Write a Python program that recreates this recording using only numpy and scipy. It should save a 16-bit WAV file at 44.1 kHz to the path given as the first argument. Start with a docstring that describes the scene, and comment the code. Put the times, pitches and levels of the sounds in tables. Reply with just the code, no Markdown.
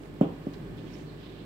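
"""Living room, wooden floor: a small soft fruit drops close by, thumps and bounces once.
Each landing gives a skin tick, a short low knock of the boards and a brief ring of the room.
A lizard scurries off: faint claw ticks, one light footfall, the dry rustle of sliding scales
and a dull shuffle. Mains hum, low room rumble and thin hiss lie underneath."""
import sys
import numpy as np
from scipy import signal
from scipy.fft import rfft, irfft
from scipy.io import wavfile
from scipy.ndimage import uniform_filter1d

SR = 44100
rng = np.random.default_rng(int(sys.argv[2]) if len(sys.argv) > 2 else 0)


def master(y):
    """Save y as 16-bit WAV."""
    cut = np.clip(np.atleast_2d(y).T, -1, 1)
    pcm = np.round(cut * 32767)  # scale
    wavfile.write(sys.argv[1], SR, pcm.astype(np.int16))


N = 63945
T, HZ = np.arange(N) / SR, np.fft.rfftfreq(N, 1 / SR)

# balance of hiss and room tail: f/Hz, L-R/dB
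AIR_PAN = [(700, -5.5), (1800, -0.5), (3200, -8.5), (4300, -3), (6000, -11.5), (8000, -14), (10000, -1.5),
           (15000, -2)]


def amp(db):
    """Decibels to gain."""
    return 10 ** (np.asarray(db) / 20)


def unit(x):
    """Scale to rms 1."""
    return x / np.sqrt(np.mean(x ** 2) + 1e-20)


def read(points, hz=HZ):
    """Interpolate a table over log frequency."""
    f, value = np.transpose(points)
    return np.interp(np.log(hz + 1), np.log(f + 1), value)


def later(x, delay_s):
    """Delay a stereo sound."""
    return np.pad(x, ((0, 0), (round(delay_s * SR), 0)))[:, :N]


def sides(pan_db):
    """Left and right gains for an L-R level difference."""
    return amp(np.array([[.5], [-.5]]) * pan_db)


def swell(middle_s, sigma_s):
    """Gaussian rise and fall."""
    return np.exp(-.5 * ((T - middle_s) / sigma_s) ** 2)


def noise(colour_db, pan_db=0):
    """Diffuse stereo noise, rms 1: sides alike in the bass, narrow peaks and dips from reflections."""
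    # left-right coherence: f/Hz, coherence/1
    likeness = [(30, 0.93), (150, 0.86), (300, 0.9), (550, 0.4), (1000, 0.1), (3000, 0.02), (16000, 0.02)]
    left_lag_s, ripple_db, ripple_hz = 0.00018, 2.04, 44.4
    common, separate = rfft(rng.standard_normal((2, N)))
    coherence = read(likeness)
    left = common * np.exp(-2j * np.pi * HZ * left_lag_s)
    right = coherence * common + np.sqrt(1 - coherence ** 2) * separate
    ripple = unit(uniform_filter1d(rng.standard_normal(len(HZ)), int(ripple_hz / HZ[1])))
    gain = amp(colour_db + ripple_db * ripple * (1 - coherence))
    return unit(irfft(np.array([left, right]) * gain * sides(pan_db), N))


def background():
    """Steady mains hum; room rumble and thin hiss drift slowly in level."""
    # hum tones: f/Hz, rms level/dB
    tones = [(50, -54), (100.5, -54.5), (150.5, -52), (292, -57), (605, -67.5)]
    # rumble spectrum: f/Hz, relative density/dB
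    rumble_colour = [(20, -22), (45, -19), (78, -15.5), (115, -4), (160, 2), (200, -3.5), (310, -2),
                     (410, -3), (480, -12.5), (600, -16), (800, -23), (1500, -34), (4000, -83)]
    # rumble balance: f/Hz, L-R/dB
    rumble_pan = [(100, 0.7), (350, -2.5), (550, -5.5), (800, -8.5)]
    # rumble envelope: t/s, level/dB
    rumble_level = [(0, -44), (0.4, -44), (0.6, -41.5), (0.77, -43), (0.95, -43), (1.2, -45), (1.45, -43.5)]
    # hiss spectrum before its low cut: f/Hz, relative density/dB
    hiss_colour = [(700, -7.5), (1100, -4), (1350, -10), (1700, -8), (2700, -13.5), (3600, -17),
                   (4600, -21), (6500, -32), (8000, -28), (9300, -34.5), (12000, -30), (15500, -30)]
    # hiss envelope: t/s, level/dB
    hiss_level = [(0, -57.5), (0.5, -54.5), (0.9, -56), (1.45, -56.5)]
    hum = sum(amp(db) * np.sqrt(2) * np.sin(2 * np.pi * (hz * T + rng.random())) for hz, db in tones)
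    rumble = noise(read(rumble_colour), read(rumble_pan))
    rumble *= amp(np.interp(T, *np.transpose(rumble_level)))
    low_cut_db = -10 * np.log10(1 + (670 / (HZ + 1)) ** 2)
    hiss = noise(read(hiss_colour) + low_cut_db, read(AIR_PAN))
    hiss *= amp(np.interp(T, *np.transpose(hiss_level)))
    return hum + rumble + hiss


def slides():
    """Scaly skin slides over the boards in soft, grainy strokes."""
    # strokes: middle t/s, sigma/s, level/dB, centre f/Hz, half width/octaves
    strokes = [(0.042, 0.04, -69.5, 7900, 0.63), (0.79, 0.013, -56.5, 3500, 0.36),
               (0.876, 0.012, -58, 3270, 0.15), (0.935, 0.083, -57.5, 2920, 1),
               (0.945, 0.01, -58, 5400, 0.15), (0.988, 0.041, -67, 6000, 0.7),
               (1.105, 0.036, -62, 4170, 0.15), (1.248, 0.06, -56.5, 3420, 0.46),
               (1.39, 0.054, -58, 3500, 0.38)]
    # rustle balance: f/Hz, L-R/dB
    pan = [(1000, -2), (2200, -20), (3200, -11.5), (4300, -6.5), (6000, -15), (9000, -10)]
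    grain_db, grain_s = 1.5, 0.0067
    out = np.zeros((2, N))
    for middle_s, sigma_s, db, centre_hz, width_oct in strokes:
        offset = np.log2((HZ + 1) / centre_hz) / width_oct
        colour_db = -20 * np.log10(1 + offset ** 2 + np.maximum(offset, 0) ** 4)  # steeper above centre
        grain = unit(uniform_filter1d(rng.standard_normal(N), int(grain_s * SR)))
        out += noise(colour_db, read(pan)) * amp(db + grain_db * grain) * swell(middle_s, sigma_s)
    return out


def claws():
    """Claws tick on the wood: faint noise bursts with a short room tail."""
    # claw ticks: t/s, level/dB, decay/s, tilt/(dB per octave)
    ticks = [(0.0348, -48, 0.0021, -10), (0.0568, -45, 0.0017, -15), (0.0617, -58, 0.001, 18),
             (0.141, -57, 0.00079, 11), (0.5360, -49, 0.002, -1), (0.541, -51, 0.0043, -1.5),
             (0.721, -65, 0.0018, 5), (0.7696, -61, 0.0029, 10), (0.784, -59, 0.005, 2),
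             (1.0958, -66, 0.0027, -3), (1.1183, -57, 0.0041, -7)]
    # tick spectrum before tilt: f/Hz, relative density/dB
    colour = [(500, -20.5), (1500, -0.5), (3000, 1), (4900, 1), (6500, -11), (10000, -17), (16000, -24)]
    tail_s, tail_db = 0.033, -11.5
    octaves = np.log2(np.maximum(HZ, colour[0][0]))
    out = np.zeros((2, N))
    for start_s, db, decay_s, tilt_db in ticks:
        envelope = np.exp(-T / decay_s) + amp(tail_db) * np.exp(-T / tail_s)
        burst = noise(read(colour) + tilt_db * octaves, pan_db=-7)
        out += later(amp(db) * envelope * burst, start_s)
    return out


def ring(modes):
    """Decaying sines from rows of f/Hz, level/dB, t60/s."""
    return sum(amp(db - 60 * T / t60_s) * np.sin(2 * np.pi * hz * T) for hz, db, t60_s in modes)


def knock(contact_s):
    """Struck boards ring; low bending waves arrive last, and a longer contact dulls the blow."""
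    # board modes: f/Hz, level/dB, t60/s
    modes = [(163.6, -17, 0.069), (217.6, -11, 0.048), (285.9, -6, 0.098), (388, -12.5, 0.037),
             (579, -4.5, 0.015), (1190, -21, 0.032)]
    # reflections off nearby furniture: delay/s, level/dB
    reflections = [(0.00534, -8.6), (0.0117, -11.5)]
    # knock balance: f/Hz, L-R/dB
    pan = [(150, 1), (350, -2), (600, -2.5), (1200, -7)]
    bend_s, bend_hz = 0.0011, 320  # group delay bend_s at bend_hz
    left_lag_s, low_cut_hz = 0.00029, 231
    dispersion = np.exp(-4j * np.pi * bend_s * np.sqrt(bend_hz * HZ))
    echoes = 1 + sum(amp(db) * np.exp(-2j * np.pi * HZ * delay_s) for delay_s, db in reflections)
    stereo = sides(read(pan)) * np.exp(-2j * np.pi * HZ * np.array([[left_lag_s], [0]]))
    wave = irfft(rfft(ring(modes)) * dispersion * echoes * stereo, N)
    wave *= T < T[-1] / 2  # drop FFT wrap-around
    wave = signal.sosfilt(signal.butter(2, low_cut_hz, "high", fs=SR, output="sos"), wave)
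    return irfft(rfft(wave) / (1 + 1j * HZ * contact_s) ** 2, N)


def footfall():
    """One light step of the lizard knocks the boards."""
    return later(amp(-39) * knock(contact_s=0.0004), delay_s=0.0566)


def fruit():
    """Drop and bounce: each a skin tick, a knock of the boards and the room's answer."""
    # landings: t/s, gain/dB, contact/s, tick level/dB, room send/dB
    landings = [(0.2110, 0.5, 0.002, -39.5, 3), (0.4678, -9.5, 0.0031, -66, -9)]
    # skin tick spectrum: f/Hz, relative density/dB
    tick_colour = [(300, 4), (1500, 3.5), (3000, -1.5), (5000, -12.5), (8500, 0.5), (12000, -20),
                   (16000, 1)]
    tick_decay_s = 0.0018
    out = np.zeros((2, N))
    for start_s, db, contact_s, tick_db, room_db in landings:
        tick = amp(tick_db) * noise(read(tick_colour), pan_db=-6) * np.exp(-T / tick_decay_s)
        thump = amp(db) * (knock(contact_s) + amp(room_db) * room())
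        out += later(tick + thump, start_s)
    return out


def room():
    """The room rings: a diffuse tail, each band dying at its own rate, plus standing waves."""
    # tail spectrum: f/Hz, relative density/dB
    colour = [(50, -35.5), (130, 4.5), (300, 2), (450, 0), (680, -13), (1000, -12.5), (1300, -18.5),
              (1800, -33), (3100, -24), (4500, -44), (9000, -48.5), (16000, -55)]
    # tail decay: f/Hz, t60/s
    t60 = [(150, 0.33), (600, 0.48), (1100, 0.48), (3000, 0.26), (10000, 0.17)]
    # standing waves: f/Hz, level/dB, t60/s
    modes = [(171, -32.5, 0.49), (284.7, -28.5, 0.31), (508, -43.5, 0.28), (620, -43.5, 0.4),
             (685.5, -42.5, 0.29), (768, -53, 0.66)]
    tail_gain_db, rise_s = -29, 0.0056
    pan_db = read(AIR_PAN) * HZ / (HZ + 670)  # bass centred
    hz, t, bands = signal.stft(noise(read(colour), pan_db), SR, nperseg=512)
    decay = amp(-60 * t / read(t60, hz)[:, None])
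    tail = signal.istft(bands * decay, SR, nperseg=512)[1][:, :N]
    build_up = 1 - np.exp(-(T / rise_s) ** 2)
    return (amp(tail_gain_db) * tail + ring(modes)) * build_up


def shuffle():
    """A dull shuffle on the floor: one swell of low noise."""
    # shuffle spectrum: f/Hz, relative density/dB
    colour = [(25, -20), (50, 9), (75, -19), (110, 4.5), (220, -10.5), (320, -4.5), (500, -24), (1200, -48),
              (4000, -90)]
    return amp(-43) * swell(middle_s=0.77, sigma_s=0.08) * noise(read(colour))


def scene():
    """Fruit and lizard over the background, in stereo."""
    return fruit() + claws() + slides() + footfall() + shuffle() + background()


def record(dry):
    """Steep low-pass band limit."""
    cutoff_hz = 15900
    low_pass = signal.firwin(511, cutoff_hz, window=("kaiser", 9), fs=SR)
    return signal.oaconvolve(dry, low_pass[None], "same")


dry = scene()
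out = record(dry)
master(out)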